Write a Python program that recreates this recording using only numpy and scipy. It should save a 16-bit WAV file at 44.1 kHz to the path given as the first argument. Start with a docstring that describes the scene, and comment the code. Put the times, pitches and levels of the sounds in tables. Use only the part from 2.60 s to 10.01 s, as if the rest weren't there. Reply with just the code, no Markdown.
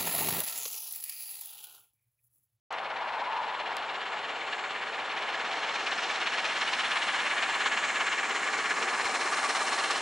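"""A steam locomotive approaching

A three-cylinder engine works hard towards the listener, round a curve in a wooded cutting.
Used steam roars up the chimney in six blasts to each turn of the driving wheels, about 17 a second.
The wheels rumble and briefly howl on the rails; the hiss of steam grows as the engine clears a bank."""
import sys
import numpy as np
from scipy import signal
from scipy.fft import rfft, irfft, next_fast_len
from scipy.io import wavfile

SR = 44100
rng = np.random.default_rng(int(sys.argv[2]) if len(sys.argv) > 2 else 0)


def store_wav(level_fs):
    """Save 16-bit WAV to argv[1]."""
    pcm = np.round(np.clip(np.atleast_2d(level_fs), -1, 1) * 32767)
    wavfile.write(sys.argv[1], SR, pcm.T.astype(np.int16))


N = 326781

TURN_S, WHEEL_RIM_M = .34814, 6.4  # one turn of the driving wheels: time taken, track covered


def from_db(db):
    """Turn decibels into a gain to multiply by."""
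    return 10 ** (np.asarray(db) / 20)


def rms_one(x):
    """Scale a signal so that its average strength (rms) is 1."""
    return x / np.sqrt(np.mean(x ** 2) + 1e-20)


def in_time(rows):
    """Join rows that start with a time into curves, one for each further column."""
    s, *columns = np.transpose(rows)
    return [np.interp(np.arange(N) / SR, s, column) for column in columns]


def at_hz(points, hz):
    """Read between the points of a spectrum, giving each octave equal room."""
    point_hz, value = np.transpose(points)
    return np.interp(np.log(hz + 1e-3), np.log(point_hz), value)


def drift(rate_hz):
    """A random wobble of size about 1: noise at every 20th sample, smoothed twice."""
    keep = np.exp(-2 * np.pi * rate_hz * 20 / SR)
    noise = rng.standard_normal(N // 20 + 2002)
    slow = signal.lfilter([1], [1, -2 * keep, keep * keep], noise)[2000:]
    return np.interp(np.arange(N) / 20, np.arange(len(slow)), rms_one(slow))


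def swells(rows):
    """Gain of sounds that build up to a peak and die away."""
    t = np.arange(N) / SR
    gains = [from_db(db) * np.exp(np.minimum((t - peak_s) / rise_s, (peak_s - t) / fall_s))
             for peak_s, db, rise_s, fall_s in rows]
    return np.sqrt(sum(gain ** 2 for gain in gains))


def distance_m(start_m=190):
    """How far off the engine is: each wheel turn brings it one rim length closer."""
    return start_m - WHEEL_RIM_M / TURN_S * np.arange(N) / SR


def nearness():
    """Average distance over present distance: 1 halfway through, then more."""
    metres = distance_m()
    return metres.mean() / metres


def throb(power, depth, flutter_db, flutter_hz):
    """A pulsing gain: blasts over a steady wash scattered by the trees, shaken by swirling air."""
    depth = np.clip(depth * nearness() ** 0.08, 0, 1)  # closer means less scatter, so a deeper beat
    beat = np.sqrt(1 - depth + depth * power / power.mean())
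    eddies = 2 * np.tanh(drift(flutter_hz) / 2)
    return rms_one(beat * from_db(flutter_db * eddies))


# How wide the noise sounds, widest in the highest treble.
# Each row: frequency in Hz, side level over mid level in dB.
STEREO_WIDTH = [(60, -17), (110, -11), (200, -41), (500, -35), (1200, -18), (2400, -18), (4400, -13.5),
                (8100, -13), (9700, -7.5), (12000, 13.5)]


def turbulence(spectrum, resonances=()):
    """Stereo noise of strength 1, shaped by a spectrum and resonances; the treble spreads widest."""
    size = next_fast_len(N)
    hz = np.arange(size // 2 + 1) * SR / size
    db = at_hz(spectrum, hz)
    for centre_hz, width_hz, lift_db in resonances:
        db = db + lift_db / (1 + (2 * (hz - centre_hz) / width_hz) ** 2)
    mid, side = rfft(rng.standard_normal((2, size))) * from_db(db)
    side = side * from_db(at_hz(STEREO_WIDTH, hz))
    return rms_one(irfft(np.array([mid + side, mid - side]), size)[:, :N])


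# The tone of the open air. Each row: frequency in Hz, relative level in dB.
AIR_SPECTRUM = [(20, -20), (40, -41), (58, 0.5), (82, -6), (130, 0.5), (200, 2), (500, -7), (3000, -21),
                (12000, -35.5)]


def outdoor_air():
    """A quiet, steady, low rush behind everything."""
    return from_db(-64.0) * turbulence(AIR_SPECTRUM)


# Three clicks: at the opening, soon after, and where the beat skips. Each row: start in seconds,
# snap and crackle levels in dB before filtering, crackle fade time in seconds, treble limit in Hz.
CLICKS = [(0.127, -51, -36.5, 0.0018, 6900), (1.168, -42, -25, 0.0016, 5600),
          (6.454, -24, -24, .0004, 6900)]


def clicks(snap_s):
    """Brief, sharp clicks: one spike and a thin crackle, gone in a few milliseconds."""
    out, age = np.zeros(N), np.arange(SR // 50) / SR
    cut_bass = signal.butter(1, 800, "high", fs=SR, output="sos")
    for s, snap_db, crackle_db, fade_s, top_hz in CLICKS:
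        crackle = signal.sosfilt(cut_bass, rng.standard_normal(len(age)) * np.exp(-age / fade_s))
        click = from_db(crackle_db) * crackle - from_db(snap_db) * np.exp(-age / snap_s)
        cut_treble = signal.butter(2, top_hz, fs=SR, output="sos")
        at = round(s * SR)
        out[at:at + len(age)] += signal.sosfilt(cut_treble, click)
    return out


# The train's squeaks. Each row: peak in seconds, pitch in Hz, level in dB, half length in seconds.
HIGH_SQUEAKS = [(4.96, 13000, -68, .022), (5.32, 15200, -71, .035), (5.695, 15100, -63, .016)]


def squeaks(waver_hz):
    """Faint, very high squeaks, each a short swell of a wavering tone."""
    out, t = np.zeros(N), np.arange(-SR // 8, SR // 8) / SR
    smooth = signal.butter(2, waver_hz, fs=SR, output="sos")
    for s, hz, db, half_s in HIGH_SQUEAKS:
        waver = rms_one(signal.sosfilt(smooth, rng.standard_normal(len(t))))
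        swell = from_db(db) * np.exp(-(t / half_s) ** 2)
        at = round((s + t[0]) * SR)
        out[at:at + len(t)] += swell * waver * np.sin(2 * np.pi * hz * t)
    return out


# The tones of the rumble, wheel drone and rail roar. Each row: frequency in Hz, relative level in dB.
RUMBLE_SPECTRUM = [(70, -56), (125, -24), (170, -9.5), (235, 0), (330, 1.5), (420, -3.5), (600, -31),
                   (1000, -43), (5000, -76)]
DRONE_SPECTRUM = [(150, -48), (300, -14), (390, 0), (460, 2), (560, -10), (750, -24), (1200, -43),
                  (5000, -75)]
RAIL_SPECTRUM = [(100, -44), (300, -25.5), (550, -1), (720, 1), (1150, -1.5), (1400, -2.5), (2500, -14),
                 (5000, -47), (11000, -80)]
# Where the wheels ring or dip. Each row: frequency in Hz, width in Hz, boost in dB.
WHEEL_RESONANCES = [(446, 64, 2), (557, 99, -3), (787, 62, 4), (929, 85, 3.5)]
# The rolling train. Each row: time in seconds, rumble and drone levels in dB before a small trim.
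ROLLING_LEVELS = [(0.15, -63.5, -60.5), (1.5, -61.5, -51), (3.3, -55, -49), (4.1, -54.5, -54),
                  (5.26, -54.5, -51), (6.33, -52, -45), (6.95, -54, -49), (7.15, -52, -47)]
# The roar of wheels on rails. Each row: time in seconds, level in dB.
RAIL_LEVELS = [(.25, -37), (1.3, -37.5), (2.2, -39.5), (2.8, -36.5), (4.4, -38), (5.8, -39.5), (6.7, -35.5),
               (7.4, -36.5)]


def rolling_wheels(power):
    """Wheels rumble, drone and roar on the rails, surging with the piston strokes."""
    rail_db, = in_time(RAIL_LEVELS)
    rumble_db, drone_db = in_time(ROLLING_LEVELS)
    rumble = from_db(rumble_db + 1.0) * turbulence(RUMBLE_SPECTRUM)
    rumble *= throb(power, depth=0.1, flutter_db=0.3, flutter_hz=17)
    drone = from_db(drone_db - 1.5) * turbulence(DRONE_SPECTRUM)
    rail = from_db(rail_db) * turbulence(RAIL_SPECTRUM, WHEEL_RESONANCES)
    return rumble + (drone + rail) * throb(power, depth=0.14, flutter_db=0.54, flutter_hz=22)


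# The wheels grab the rail. Each row: peak in seconds, level in dB, rise and fall times in seconds.
FLANGE_HOWLS = [(.48, -35.5, 0.049, 0.06), (.76, -34.5, 0.32, 0.32)]


def flange_howl():
    """The wheels' guiding lips (flanges) rub the outer rail and stir one broad, rough resonance."""
    spectrum = [(500, -35), (750, -13), (850, 5), (990, 7), (1130, -4), (1600, -26), (6000, -76)]
    return swells(FLANGE_HOWLS) * from_db(1.3 * drift(rate_hz=22)) * turbulence(spectrum)


def approach(level_db, growth, bank_db, half_clear_s=2.58, clearing_s=0.25):
    """Gain that grows as the engine nears; at first the bank blocks bank_db of it."""
    hidden = (1 - np.tanh((np.arange(N) / SR - half_clear_s) / (2 * clearing_s))) / 2
    return from_db(level_db - bank_db * hidden) * nearness() ** growth


# The tones of the hiss and the higher sizzle. Each row: frequency in Hz, relative level in dB.
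HISS_SPECTRUM = [(2000, -36), (3500, 2.5), (4700, -2), (5250, 7.5), (6300, 3), (7400, -12), (8100, -6),
                 (9500, -10.5), (12000, -62)]
SIZZLE_SPECTRUM = [(5000, -36), (6500, -10), (8000, -2), (8700, 0), (9400, -3), (10000, -7.5), (11000, -18),
                   (12000, -29), (13000, -53), (16000, -57)]
# Where the steam seals (glands) ring. Each row: frequency in Hz, width in Hz, boost in dB.
GLAND_RESONANCES = [(4196, 780, 12.5), (8750, 90, 0.5)]
# The changing flow. Each row: time in seconds, boost for both sounds in dB, extra for the sizzle in dB.
FLOW_CHANGES = [(2.3, -1, 0.5), (3.3, 4.5, -8), (4.3, 3, 3), (4.9, -1.5, 3.5), (5.6, -3, -0.5),
                (6.9, -1.5, 3), (7.4, -4, -0.5)]


def steam_hiss(power):
    """Steam escapes from seals and chimney, pulsing with the blasts; its sizzle grows as it nears."""
    flow_db, extra_db = in_time(FLOW_CHANGES)
    hiss = turbulence(HISS_SPECTRUM, GLAND_RESONANCES)
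    hiss *= approach(level_db=-48.5, growth=1.83, bank_db=7.5)
    hiss *= throb(power, depth=0.45, flutter_db=2.0, flutter_hz=60.7)
    sizzle = turbulence(SIZZLE_SPECTRUM, GLAND_RESONANCES)
    sizzle *= approach(level_db=-63.0, growth=2.85, bank_db=1.5)
    sizzle *= throb(power, depth=0.13, flutter_db=1.2, flutter_hz=40)
    return from_db(flow_db) * (hiss + from_db(extra_db) * sizzle)


# Spurts from a leak. Each row: peak in seconds, level in dB, rise and fall times in seconds.
SPURTS = [(2, -58.5, 0.98, 0.59), (5.25, -46, 0.48, 1.6)]


def steam_leak(power):
    """Steam sings out high through a narrow leak, with two slow spurts on top."""
    spectrum = [(5000, -33), (6200, -2), (6800, 1.5), (7350, 3), (7900, -4), (9300, -22), (12000, -67)]
    gain = np.hypot(approach(level_db=-54.0, growth=1.03, bank_db=17), swells(SPURTS))
    return gain * turbulence(spectrum) * throb(power, depth=0.23, flutter_db=1.5, flutter_hz=30)


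# The six limping blasts of a wheel turn. Each row: place in the turn from 0 to 1, relative level in dB.
TURN_BEATS = [(0, 0.54), (0.148, -0.5), (0.332, 0.1), (0.484, 0.5), (.666, 0), (0.815, 0)]
# Blasts that bark out or fall short. Each row: rough time in seconds, extra level in dB.
BLAST_ACCENTS = [(0.19, 1.5), (0.37, 1), (0.54, 1), (0.66, -1.2), (1.0, 2.2), (1.07, 1.3), (1.19, -0.5),
                 (1.93, 3), (2.17, -1.5), (2.46, 0), (2.63, 1.5), (2.75, 0.5), (3.21, -2.5), (3.27, 2),
                 (3.33, 2.5), (3.56, -2.2), (3.68, 3), (3.74, -1.5), (3.85, 1.7), (3.91, -1.5), (4.02, 4),
                 (4.14, 1), (4.2, 1.7), (4.37, 2), (4.43, -0.5), (4.66, -0.5), (4.84, 1), (5.07, 4.5),
                 (5.3, -0.5), (5.41, 2.5), (5.53, 1), (5.76, 2), (5.83, -4), (5.88, -0.5), (5.94, 1),
                 (6.11, 3.2), (6.34, -2.5), (6.5, -3.2), (6.56, 2.5), (6.67, -2.8), (6.9, 2), (6.96, 2),
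                 (7.08, -2), (7.14, 1.5), (7.31, 3.2)]


def blasts(lead_s, open_s, empty_s, spread_db, shorten_per_db, first_turn_s=.1406):
    """The exhaust's pulsing power, averaging 1: each valve opens smoothly, then its cylinder empties."""
    place, beat_db = np.transpose(TURN_BEATS)
    turn_starts = np.arange(first_turn_s, N / SR, TURN_S)
    times = (turn_starts[:, None] + TURN_S * place).ravel()
    times -= .023 * (times > 6.47)  # once, the beat skips slightly ahead
    level_db = np.resize(beat_db, len(times)) + spread_db * rng.standard_normal(len(times))
    for s, extra_db in BLAST_ACCENTS:
        level_db[np.argmin(np.abs(times - s))] += extra_db
    power = np.zeros(N + SR)
    for s, db in zip(times, level_db):
        stretch = np.exp(-shorten_per_db * db)  # a harder blast is over sooner
        age = np.arange(SR // 4) / SR / stretch
        opening = 1 - np.exp(-(age / open_s) ** 3)
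        emptying = np.exp(-(age / empty_s) ** 2)
        at = max(int((s - lead_s * stretch) * SR), 0)
        power[at:at + len(age)] += from_db(db) ** 2 * opening * emptying
    return power[:N] / power[:N].mean()


# Where the chimney rings or dips. Each row: frequency in Hz, width in Hz, boost in dB.
CHIMNEY_RESONANCES = [(1069, 40, 1.5), (1153, 34, 4.5), (1277, 40, -0.5), (1554, 45, -1), (1700, 56, 7.5),
                      (1822, 42, 4), (2220, 210, 3), (2590, 110, -3.5), (2830, 86, 2.5), (3430, 50, -5.5),
                      (3550, 106, 4), (3780, 110, -1), (4130, 45, -1), (4243, 300, 7)]


def chimney(sound):
    """The chimney colours a sound and rings on after each burst; the overall level stays the same."""
    out = sound
    for hz, width_hz, lift_db in CHIMNEY_RESONANCES:
        damp, lift = np.pi * width_hz / SR, from_db(lift_db / 2)
        tuning = -2 * np.cos(2 * np.pi * hz / SR)
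        out = signal.lfilter([1 + damp * lift, tuning, 1 - damp * lift],
                             [1 + damp / lift, tuning, 1 - damp / lift], out)
    return out * sound.std() / out.std()


# The tones of the roar, bright rasp and hollow bark. Each row: frequency in Hz, relative level in dB.
ROAR_SPECTRUM = [(150, -35), (400, -27), (700, -11.5), (1100, -2), (1500, -0.5), (2300, -2), (2700, -6),
                 (3400, -14), (5000, -56), (12000, -82)]
RASP_SPECTRUM = [(1800, -31.5), (2500, 5), (2900, 4), (3400, 1.5), (3850, -3.5), (4350, -9), (4700, -12),
                 (5400, -14.5), (8000, -47), (12000, -72)]
BARK_SPECTRUM = [(100, -56), (280, -20), (400, -4), (560, -24), (790, 0), (900, -16), (1090, 3), (1220, 3),
                 (1350, -16), (1800, -35), (6000, -75)]
# Exhaust levels before a small trim. Each row: time in seconds, roar in dB, rasp over the roar in dB.
EXHAUST_LEVELS = [(0.1, -42, -5), (1.1, -41, -1.5), (2.3, -37.5, -4), (3.6, -34, -3), (4.2, -32, -3.5),
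                  (5.1, -30.5, -6.8), (6.2, -31.5, -13), (6.7, -33, -10), (7.4, -32.8, -4)]
# The bark swells as the engine faces the listener.
# Each row: peak in seconds, level in dB, rise and fall times in seconds.
BARK_SWELLS = [(6.85, -35.5, 0.96, 0.74)]


def exhaust(power):
    """Each blast roars and rasps through the chimney; close up, a hollow bark joins in."""
    roar_db, rasp_db = in_time(EXHAUST_LEVELS)
    roar = from_db(roar_db - 0.26) * turbulence(ROAR_SPECTRUM)
    roar *= throb(power, depth=0.6, flutter_db=1.3, flutter_hz=90)
    rasp = from_db(roar_db + rasp_db + 0.04) * turbulence(RASP_SPECTRUM)
    rasp *= throb(power ** 1.56, depth=0.57, flutter_db=1.7, flutter_hz=110)  # rises faster with flow
    bark = swells(BARK_SWELLS) * turbulence(BARK_SPECTRUM)
    bark *= throb(power, depth=0.93, flutter_db=2.5, flutter_hz=20)
    return chimney(roar + rasp + bark)


# The engine's direction. 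Each row: time in seconds, how much louder the left is than the right in dB.
ENGINE_DIRECTION = [(.7, 1.8), (1.7, 1.1), (4, .65), (7.4, .45)]


def scene():
    """The whole train, a little to the left and drawing towards the centre, over quiet outdoor air."""
    power = blasts(lead_s=0.03, open_s=0.036, empty_s=.026, spread_db=0.1, shorten_per_db=0.1)
    train = exhaust(power) + rolling_wheels(power) + flange_howl()
    train += steam_hiss(power) + steam_leak(power) + squeaks(waver_hz=350)
    pan_db, = in_time(ENGINE_DIRECTION)
    pan = from_db(np.array([pan_db, -pan_db]) / 2)
    return train * pan + outdoor_air() + clicks(snap_s=.00016)


# Two close microphone openings colour the sound unequally.
# Each row: frequency in Hz, left level over right in dB, how far the left wave leads in radians.
MIC_COLOUR = [(100, -.5, 0), (800, 0, -.2), (1900, 0, -.22), (2350, 1.1, -.4), (3000, -1.5, -.3),
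              (3550, .6, -.3), (3820, -2, -.5), (4300, -.5, 0), (4850, 3, -.05), (5300, -1, -.35),
              (5700, 1, -.45), (6100, -3, 0), (6700, 1.4, .1), (8300, 1, -.05), (10000, -.5, 0)]


def record(dry, silent_s=.105, cutoff_hz=15700):
    """Left and right get their own colour; the sound opens abruptly, and the highest treble is cut."""
    size, colour = next_fast_len(N + SR // 10), np.array(MIC_COLOUR)
    hz = np.arange(size // 2 + 1) * SR / size
    left_db, left_lead = at_hz(colour[:, [0, 1]], hz), at_hz(colour[:, [0, 2]], hz)
    left = from_db(left_db / 2) * np.exp(1j * left_lead / 2)  # half here, the opposite on the right
    heard = irfft(rfft(dry, size) * np.array([left, 1 / left]), size)[:, :N]
    fade_in = np.clip((np.arange(N) / SR - silent_s) / .002, 0, 1)
    cut_treble = signal.ellip(10, .1, 80, cutoff_hz, fs=SR, output="sos")
    return signal.sosfilt(cut_treble, heard * fade_in)


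dry = scene()
out = record(dry)
store_wav(out)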